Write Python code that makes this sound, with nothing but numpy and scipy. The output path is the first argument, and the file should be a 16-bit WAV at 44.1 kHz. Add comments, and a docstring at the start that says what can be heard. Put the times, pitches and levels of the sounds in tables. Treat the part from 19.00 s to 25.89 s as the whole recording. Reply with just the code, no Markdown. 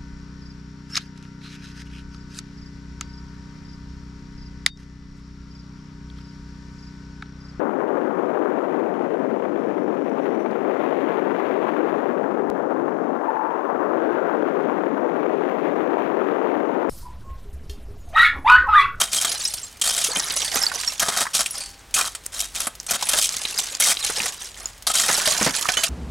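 """Shovelling soil, stones and glass

A steel shovel chops into a dry bank of soil, stones and broken glass, outdoors and close by.
Each stroke grinds bursts of grit noise through the blade's resonances; rubble trickles down as looser
noise grains with ringing splinters. Shards clink as decaying sine pairs, stones knock and pebbles tick
as short noise cracks, clods thud as dull noise bursts, and the freed or juddering blade rings."""
import sys
import numpy as np
from scipy import signal
from scipy.io import wavfile
from scipy.ndimage import uniform_filter1d

SR = 44100
rng = np.random.default_rng(int(sys.argv[2]) if len(sys.argv) > 2 else 0)


def log_audio(samples):
    """Write samples as a 16-bit WAV file to the path given in sys.argv[1]."""
    # one column per channel
    frames = np.atleast_2d(samples).T
    # limit to full scale, then quantise
    limited = np.clip(frames, -1, 1)
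    pcm = np.round(limited * 32767).astype(np.int16)
    wavfile.write(sys.argv[1], SR, pcm)


N = 303849
TIME = np.arange(N) / SR
BODY_EDGE_HZ = 2200  # noise bands centred above this are grit, the others body
CUTOFF_HZ = 16200
EDGES = 22 * 2 ** (np.arange(30) / 3)  # third-octave band edges, Hz
CENTRES = np.sqrt(EDGES[1:] * EDGES[:-1])
BANK = [signal.butter(2, edge, "band", fs=SR, output="sos") for edge in zip(EDGES, EDGES[1:])]


def from_db(db):
    """Decibels to gain."""
    return 10 ** (np.asarray(db) / 20)


def rms_one(x):
    """Scale to rms 1."""
    return x / np.sqrt(np.mean(x ** 2) + 1e-20)


def evened(x, span_s):
    """Hold the running level near 1 while keeping single grains sharp."""
    power = np.abs(uniform_filter1d(x ** 2, int(span_s * SR)))
    return x / np.sqrt(power + 1e-12)


def add(out, s, sound):
    """Mix a sound in at time s."""
    start = max(int(s * SR), 0)
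    out[start:start + len(sound)] += sound[:N - start]


def bands(spectrum, size=N):
    """Third-octave noise bands with the given colour, one per row."""
    hz, db = np.transpose(spectrum)
    gains = from_db(np.interp(np.log(CENTRES), np.log(hz), db))
    white = rng.standard_normal((2, size))  # neighbouring bands use different noise
    rows = [gain * signal.sosfilt(sos, white[k % 2]) for k, (gain, sos) in enumerate(zip(gains, BANK))]
    return np.array(rows)


def ring(clicks, hz, t60):
    """A unit click sets a decaying sine of starting height 1 ringing."""
    r = from_db(-60 / (t60 * SR))
    w = 2 * np.pi * hz / SR
    return signal.lfilter([0, np.sin(w)], [1, -2 * r * np.cos(w), r * r], clicks + 1e-18)


def contacts(per_s, spread_db):
    """Random contacts: sample positions and sizes, many small and a few large."""
    at = np.flatnonzero(rng.random(N) < per_s / SR)
    sizes = from_db(spread_db * np.minimum(rng.exponential(1, len(at)), 3.3))
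    return at, sizes


def signed_clicks(per_s, spread_db):
    """Random contacts as single-sample clicks of either sign."""
    at, sizes = contacts(per_s, spread_db)
    clicks = np.zeros(N)
    clicks[at] = sizes * rng.choice([-1, 1], len(at))
    return clicks


def crunch(spectrum, per_s, spread_db, colour_db, edge_decay_s):
    """Grains crack in tiny bursts, each with its own colour; lows die more slowly. Returns grit, body."""
    at, sizes = contacts(per_s, spread_db)
    noise = bands(spectrum)
    tint = rng.standard_normal(len(at))
    for band, hz in zip(noise, CENTRES):
        tint = (tint + rng.standard_normal(len(at))) / np.sqrt(2)  # neighbouring bands are alike
        energy = np.zeros(N)
        energy[at] = (sizes * from_db(colour_db * tint)) ** 2
        # edge_decay_s is the energy time constant at BODY_EDGE_HZ
        keep = np.exp(-1 / (SR * edge_decay_s * np.sqrt(BODY_EDGE_HZ / hz)))
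        band *= np.sqrt(signal.lfilter([1 - keep], [1, -keep], energy + 1e-18))
    is_grit = CENTRES > BODY_EDGE_HZ
    return noise[is_grit].sum(0), noise[~is_grit].sum(0)


CHATTER_S, SIDE_MODE_DB = 0.0021, -9.5  # hold before the fade; starting level of the second mode


def shard(hz, t60):
    """A piece holds briefly, then rings in a main mode and a weaker, shorter one at an unrelated pitch."""
    t = TIME[:int((CHATTER_S + t60) * SR) + 1]
    fade = np.exp(-np.log(1000) * np.maximum(t - CHATTER_S, 0) / t60)
    second_hz = hz * 2 ** rng.uniform(-0.496, 0.487)
    main = np.sin(2 * np.pi * hz * t)
    second = from_db(SIDE_MODE_DB) * fade * np.sin(2 * np.pi * second_hz * t)
    return fade * (main + second)


def splinters(per_s, spread_db, base_t60, low_hz, high_hz):
    """Small hard bits ring briefly at random, each at its own pitch."""
    at, sizes = contacts(per_s, spread_db)
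    pitches = low_hz + (high_hz - low_hz) * rng.beta(2, 2, len(at))
    decays = base_t60 * 2 ** rng.uniform(0.59, 1, len(at))  # 1.5 to 2 times the base
    out = np.zeros(N)
    for start, size, hz, decay in zip(at, sizes, pitches, decays):
        add(out, start / SR, size * shard(hz, decay))
    return rms_one(out)


def pit(x, t60, dull_hz=6000):
    """The rough earth walls scatter a short, dull echo, made with decaying band-limited noise."""
    t = TIME[:SR // 2]
    scatter = rng.standard_normal(len(t)) * from_db(-60 * t / t60)
    scatter = signal.sosfilt(signal.butter(1, [250, dull_hz], "band", fs=SR, output="sos"), scatter)
    return signal.fftconvolve(x, scatter / np.linalg.norm(scatter))[:N]


BITE_S = 0.0014  # attack of trickles and lumps


def envelope(start, length, attack_s, fall_db_per_s, slope_db=0):
    """Rise, hold for the length while the level slopes, then die away."""
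    age = TIME - start
    progress = np.clip(age / length, 0, 1)
    fall_db = fall_db_per_s * np.clip(age - length, 0, 2)
    return np.clip(age / attack_s, 0, 1) * from_db(slope_db * (progress - .5) - fall_db)


# Colour of the open air. Each row: frequency in Hz, band gain in dB.
AIR = [(22, -16), (70, 0.5), (157, -10.5), (400, -12.5), (1900, -14), (8000, -21.5), (16000, -32)]
AIR_DB, HUM_HZ, HUM_DB = -49, 44.8, -53.5  # rms levels in dB


def outdoors():
    """Faint outdoor air as coloured noise, with a low, unsteady drone from a noise-driven resonance."""
    air = rms_one(bands(AIR).sum(0))
    drone = rms_one(ring(rng.standard_normal(N), HUM_HZ, t60=0.65))
    return from_db(AIR_DB) * air + from_db(HUM_DB) * drone


# Steel blade resonances. Each row: frequency in Hz, width in Hz, gain in dB over the plain contact sound.
BLADE = [(679, 180, 8.5), (1240, 360, 5.5), (2460, 72, -5), (3173, 59, 8), (3710, 170, -2), (5860, 56, -34),
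         (8090, 130, 2)]


def blade(x):
    """The steel adds its resonances to whatever touches it."""
    out = x.copy()
    for hz, width, db in BLADE:
        r = np.exp(-np.pi * width / SR)
        peak = np.array([1, 0, -1]) * (1 - r * r) / 2
        poles = [1, -2 * r * np.cos(2 * np.pi * hz / SR), r * r]
        out += from_db(db) * signal.lfilter(peak, poles, x)
    return out


# The blade is pushed through the bank. Each row: start in seconds, length in seconds,
# grit level in dB, body level in dB.
STROKES = [(-0.016, 0.037, -16.5, -25), (0.018, 0.026, -22, -31), (0.115, 0.075, -20.5, -37.5),
           (0.199, 0.034, -21, -35), (0.831, 0.079, -20, -33), (0.913, 0.16, -24.5, -38.5),
           (1.996, 0.036, -24, -26.5), (2.023, 0.14, -29, -35.5), (2.156, 0.076, -21, -27),
           (2.333, 0.043, -17.5, -34), (2.384, 0.03, -17.5, -27), (2.94, 0.083, -20.5, -32),
           (3.037, 0.041, -27, -39), (3.319, 0.14, -33, -44.5), (3.385, 0.027, -21, -43),
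           (3.538, 0.12, -32, -41), (3.881, 0.0806, -24, -30.5), (4.08, 0.12, -25, -36),
           (4.164, 0.031, -18, -32), (4.198, 0.066, -19, -48), (4.797, 0.057, -17.5, -45),
           (4.852, 0.073, -17, -29), (5.876, 0.043, -25.5, -37), (5.932, 0.089, -17.5, -32.5),
           (6.021, 0.096, -22.5, -33)]
SWELL_S, STOP_S = .016, 0.0075  # rise time; time constant of the stop
BODY_SLOPE_DB = -0.5  # change of the body over a push
TRICKLE_DB, TRICKLE_DB_PER_S = -14.5, 127  # level below the push; speed of dying


def stroke_gains():
    """Grit and body gains: each push swells, holds, stops and leaves a dying trickle."""
    power = np.zeros((2, N))
    stop_db_per_s = 20 / np.log(10) / STOP_S
    for start, length, grit_db, body_db in STROKES:
        trickle = from_db(TRICKLE_DB) * envelope(start, length, BITE_S, TRICKLE_DB_PER_S)
        for part, db, slope_db in zip(power, (grit_db, body_db), (0, BODY_SLOPE_DB)):
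            push = envelope(start, length, SWELL_S, stop_db_per_s, slope_db)
            part += from_db(db) ** 2 * (push ** 2 + trickle ** 2)
    return np.sqrt(power)


# Colour of soil scraping on steel, before the blade resonances. Each row: frequency in Hz, band gain in dB.
SCRAPE = [(60, -58), (170, -5.5), (370, -17), (620, -10.5), (2000, -4.5), (6300, 4.5), (10700, 2),
          (16000, -23)]


def strokes():
    """Dense grit and glass grind along the blade, exciting its resonances."""
    grit_gain, body_gain = stroke_gains()
    grit, body = crunch(SCRAPE, per_s=700, spread_db=3.5, colour_db=2, edge_decay_s=0.0019)
    glass = splinters(per_s=900, spread_db=5.0, base_t60=.016, low_hz=1477, high_hz=11450)
    grit = rms_one(grit) + from_db(-6) * glass
    grit = evened(blade(grit), span_s=0.039)
    body = evened(blade(body), span_s=0.052)
    return grit_gain * grit + body_gain * body


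def snaps(per_s, spread_db, level_db, hz, t60):
    """Now and then one grain splits with a needle-sharp click, louder where more grit is moving."""
    clicks = signed_clicks(per_s, spread_db)
    moving = np.hypot(stroke_gains()[0], rubble_gains()[0])
    return from_db(level_db) * moving * np.gradient(ring(clicks, hz, t60))


def crumbs(per_s, spread_db, level_db):
    """Single crumbs keep dropping off the bank with tiny bright scattered ticks."""
    at, sizes = contacts(per_s, spread_db)
    drops = np.zeros(N)
    drops[at] = sizes
    bright = np.gradient(pit(drops, t60=0.042))  # the slope favours the treble
    return from_db(level_db) * rms_one(bright)


# Loosened rubble pours down. Each row: start in seconds, length in seconds,
# grit level in dB, body level in dB.
SLIDES = [(0.241, 0.11, -26.5, -37.5), (0.372, 0.14, -30.5, -47.5), (0.546, 0.063, -35, -49),
          (1.06, 0.41, -28, -36), (1.509, 0.14, -27, -31.5), (1.711, 0.19, -29.5, -38.5),
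          (2.52, 0.075, -30, -41.5), (3.983, 0.1, -27, -38), (4.277, 0.46, -31.5, -42),
          (4.982, 0.13, -27, -39), (5.147, 0.1, -24.5, -33.5), (5.382, 0.062, -33, -45.5),
          (5.555, 0.098, -39.5, -44.5), (6.077, 0.42, -22.5, -30.5), (6.52, 0.35, -28.5, -38)]
GATHER_S, THINNING_DB, SETTLE_DB_PER_S = 0.033, 3, 123  # rise; drop while pouring; speed of dying
# Lumps of rubble land and burst. Each row: start in seconds, grit level in dB, body level in dB.
LUMPS = [(1.04, -20.5, -50), (1.157, -21.5, -28.5), (1.363, -20, -47), (1.417, -20.5, -50),
         (1.446, -19, -47), (1.556, -18.5, -28), (3.549, -24.5, -47), (3.602, -22, -34),
         (4.131, -19, -22.5), (4.583, -16.5, -30), (5.046, -15.5, -45), (5.096, -38, -28),
         (6.088, -30, -21), (6.174, -21, -34), (6.271, -24, -28.5), (6.405, -22, -32), (6.769, -26, -24.5)]
BURST_S, BURST_DB_PER_S = 0.0061, 448  # a lump crumbles for a moment, then dies away


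def rubble_gains():
    """Grit and body gains: slides gather, thin and settle, and lumps burst on top of them."""
    power = np.zeros((2, N))
    for start, length, *levels in SLIDES:
        pour = envelope(start, length, GATHER_S, SETTLE_DB_PER_S, -THINNING_DB)
        power += np.outer(from_db(levels), pour) ** 2
    for start, *levels in LUMPS:
        burst = envelope(start, BURST_S, BITE_S, BURST_DB_PER_S)
        power += np.outer(from_db(levels), burst) ** 2
    return np.sqrt(power)


# Colour of tumbling rubble. Each row: frequency in Hz, band gain in dB.
RUBBLE = [(60, -29), (160, -6), (370, -8), (600, -2.5), (2000, 0.5), (6800, 4), (10900, -3.5), (16000, -33)]
# How much glass the falling rubble holds. Each row: time in seconds, glass level in dB relative to the grit.
GLASSINESS = [(1.1, 1), (1.65, -5.5), (2.6, -3.5), (6.2, -5)]


def slides():
    """Loose crumbs, pebbles and splinters tumble over each other as noise grains and short rings."""
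    grit_gain, body_gain = rubble_gains()
    grit, body = crunch(RUBBLE, per_s=380, spread_db=3.5, colour_db=5.0, edge_decay_s=0.0033)
    glass = splinters(per_s=330, spread_db=4.5, base_t60=.019, low_hz=1930, high_hz=11940)
    pebbles = splinters(per_s=220, spread_db=1.5, base_t60=0.032, low_hz=347, high_hz=2507)
    glass_gain = from_db(np.interp(TIME, *np.transpose(GLASSINESS)))
    grit = evened(rms_one(grit) + glass_gain * glass, span_s=0.197)
    body = evened(rms_one(body) + from_db(0.5) * pebbles, span_s=0.069)
    return grit_gain * grit + body_gain * body


# Blade or stone cracks on a stone. Each row: time in seconds, relative strength in dB,
# body trim in dB against the common body level.
KNOCKS = [(0.247, -2.5, -17.5), (0.317, -8, -24), (0.538, -7.5, -26.5), (0.814, -1, -29.5),
          (0.978, -5, -17.5), (1.155, -12.5, -10), (1.558, -16, -6), (1.996, -1.5, -37), (2.027, -7, -10.5),
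          (2.084, -4, -13), (2.46, -7, -30), (2.941, -0.5, -47), (3.15, -10.5, -22.5), (3.669, -6, -15),
          (3.865, -12.5, -26), (3.909, -4.5, -26), (4.088, -1.5, -26), (4.8, -0.5, -21), (5.258, -8, -14),
          (5.868, 0, -22), (5.9, -7.5, -12.5), (6.257, -4.5, -23), (6.463, -17, 3.5), (6.688, -5.5, -10),
          (6.835, 0, -23.5)]


def knocks(colour_db, grit_db, body_db, crush_s, t60):
    """A hard contact is one sharp noise crack with a colour of its own; harder ones crush for longer."""
    out, t = np.zeros(N), TIME[:SR // 10]
    noise = bands(SCRAPE, size=SR)
    is_grit = CENTRES > BODY_EDGE_HZ
    for s, db, body_trim_db in KNOCKS:
        start = rng.integers(SR - len(t))
        colour = from_db(colour_db * rng.standard_normal((len(CENTRES), 1)))
        piece = noise[:, start:start + len(t)] * colour
        grit = rms_one(blade(piece[is_grit].sum(0)))
        body = rms_one(blade(piece[~is_grit].sum(0)))
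        crack = from_db(grit_db) * grit + from_db(body_db + body_trim_db) * body
        crush = from_db(-60 * np.maximum(t - crush_s * from_db(db), 0) / t60)
        add(out, s, crack * from_db(db) * crush)
    return out


# Glass shards and stones clink. Each row: time in seconds, main pitch in Hz, main mode level in dB,
# t60 in seconds.
CLINKS = [(0.452, 5230, -12.5, .035), (.454, 5840, -23.5, .2), (.476, 8130, -18.5, 0.044),
          (.632, 7500, -25.5, 0.075), (.668, 4200, -39, 0.073), (1.552, 13178, -19, .03),
          (1.556, 455, -30, .07), (1.588, 6230, -20, .018), (1.618, 5500, -16, 0.033),
          (1.636, 5180, -9.5, 0.021), (1.666, 4560, -11, 0.033), (1.757, 6060, -19, .018),
          (1.876, 5530, -13, 0.082), (2.508, 5670, -28, 0.039), (2.508, 9800, -22, 0.064),
          (4.577, 4980, -14.5, 0.013), (4.823, 5940, -16.5, 0.24), (5.287, 6830, -22.5, .04),
          (5.657, 6900, -15.5, 0.012), (6.276, 624, -19.5, 0.11), (6.31, 7000, -15, 0.036),
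          (6.696, 737, -25.5, 0.1), (6.696, 1510, -23.5, 0.082), (6.771, 3007, -14, 0.12),
          (6.77, 6500, -23, 0.2)]


def clinks(tick_db, tick_t60):
    """A struck piece rings in two modes, with a noise tick at the contact."""
    out, t = np.zeros(N), TIME[:SR // 2]
    for s, hz, db, t60 in CLINKS:
        add(out, s, from_db(db) * shard(hz, t60))
        add(out, s, rng.standard_normal(len(t)) * from_db(db + tick_db - 60 * t / tick_t60))
    return out


# A pebble or chip ticks once. Each row: time in seconds, peak level in dB before panning, pitch in Hz.
TICKS = [(1.021, -15, 4560), (1.201, -9, 5200), (1.306, -11, 3460), (1.716, -16.5, 1480),
         (2.253, -19, 1250), (2.267, -14, 1450), (2.461, -12, 2540), (3.263, -10, 8000), (3.8, -14.5, 5960),
         (4.025, -15, 830), (4.291, -8.5, 6300), (4.367, -9, 7160), (4.452, -7.5, 3060), (4.75, -12, 5600),
         (4.97, -10, 3530), (5.202, -8.5, 2500), (6.612, -10.5, 7500), (6.655, -12, 1220),
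         (6.688, -6, 2020)]


def ticks(edge_t60, width_octaves, crack_db):
    """A tiny crack sets a heavily damped pebble sounding; lower ones last longer."""
    out, t = np.zeros(N), TIME[:SR // 10]
    for s, db, hz in TICKS:
        t60 = edge_t60 * np.sqrt(BODY_EDGE_HZ / hz)
        crack = rng.standard_normal(len(t)) * from_db(-60 * t / t60)
        edges = np.minimum(hz * 2 ** (width_octaves * np.array([-.5, .5])), CUTOFF_HZ)
        pebble = signal.sosfilt(signal.butter(2, edges, "band", fs=SR, output="sos"), crack)
        tick = rms_one(pebble) + from_db(crack_db) * rms_one(uniform_filter1d(crack, size=3))
        add(out, s, from_db(db) * tick / np.abs(tick).max())
    return out


# Clods landing. Each row: time in seconds, relative level in dB.
THUDS = [(1.16, -26), (1.554, -27), (5.199, -30), (6.411, -14.5), (6.462, -13.5)]
# Dull colour of a landing clod. Each row: frequency in Hz, band gain in dB.
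CLOD = [(70, -25), (140, -10), (210, -4.5), (330, -16.5), (1000, -15), (3000, -23), (9000, -46)]


def thuds(rise_s, t60, level_db):
    """Soft clods land with a dull, short noise burst."""
    push = np.zeros(N)
    for s, db in THUDS:
        age = np.maximum(TIME - s, 0)
        push += (1 - np.exp(-age / rise_s)) * from_db(db - 60 * age / t60)
    return from_db(level_db) * push * evened(bands(CLOD).sum(0), span_s=0.036)


# The blade swings clear of the soil and rings on. Each row: time in seconds, relative strength in dB.
RELEASES = [(1.446, -3.5), (2.607, -7.5)]
# Modes of the free blade. Each row: frequency in Hz, level in dB relative to the release.
BLADE_MODES = [(797, -43.5), (4500, -24), (4759, -32), (4870, -29), (7106, -36), (8301, -23), (9528, -23)]
RING_CYCLES = 1500  # cycles to fall by 60 dB, so higher modes die sooner


def free_blade():
    """Let go by the soil, the steel rings in clean modes."""
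    touch = np.zeros(N)
    for s, db in RELEASES:
        touch[int(s * SR)] = from_db(db)
    return sum(from_db(db) * ring(touch, hz, RING_CYCLES / hz) for hz, db in BLADE_MODES)


# The levered blade judders over stones. Each row: start in seconds, end in seconds, level in dB.
JUDDERS = [(2.025, 2.235, -36), (2.968, 3.03, -26), (3.03, 3.085, -36)]


def judders(per_s, t60):
    """Quick, uneven slips excite the hollow-sounding second resonance of the blade."""
    slips = signed_clicks(per_s, spread_db=5.5)
    push = np.zeros(N)
    for start, end, db in JUDDERS:
        push[(TIME >= start) & (TIME < end)] = from_db(db)
    second_hz = BLADE[1][0]
    return push * evened(np.gradient(ring(slips, second_hz, t60)), span_s=0.039)


# Where the rubble falls, on the bank or the spoil heap. Each row: time in seconds,
# gain in dB added on the right and taken off the left.
HEAP = [(1.2, 0.7), (1.65, 3), (2.4, 0), (5.9, 0.74), (6.7, 3)]


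def scene():
    """The blade works straight ahead; the rubble scatters more widely and leans to the right."""
    ahead = strokes() + judders(per_s=380, t60=0.0082) + free_blade()
    ahead += knocks(colour_db=3.5, grit_db=-14.0, body_db=-4.0, crush_s=0.0093, t60=0.045)
    ahead += snaps(per_s=45, spread_db=0.5, level_db=17, hz=6000, t60=0.00078)
    falling = slides() + crumbs(per_s=14, spread_db=3.5, level_db=-53.0)
    falling += ticks(edge_t60=0.021, width_octaves=0.85, crack_db=-10)
    falling += clinks(tick_db=-15, tick_t60=0.0052)
    clods = thuds(rise_s=0.0021, t60=0.14, level_db=-2.0)

    rightward = np.array([[-1], [1]])  # rows are left and right
    pan_db = np.interp(TIME, *np.transpose(HEAP)) * rightward
    direct = ahead + clods + falling * from_db(pan_db)
    # scatter of opposite sign in the two channels widens the image
    side = from_db(-23) * pit(ahead, t60=0.08)
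    side += from_db(-17.0) * pit(falling + clods / 2, t60=0.086, dull_hz=3860)
    echo = from_db(-19.5) * pit(ahead + falling, t60=.28)
    return direct + side * rightward + echo + outdoors()


def record(dry):
    """The loudest cracks are rounded off and the top is cut."""
    ceiling = .65
    rounded = ceiling * np.tanh(dry / ceiling)
    return signal.sosfilt(signal.ellip(10, .2, 80, CUTOFF_HZ, fs=SR, output="sos"), rounded)


dry = scene()
out = record(dry)
log_audio(out)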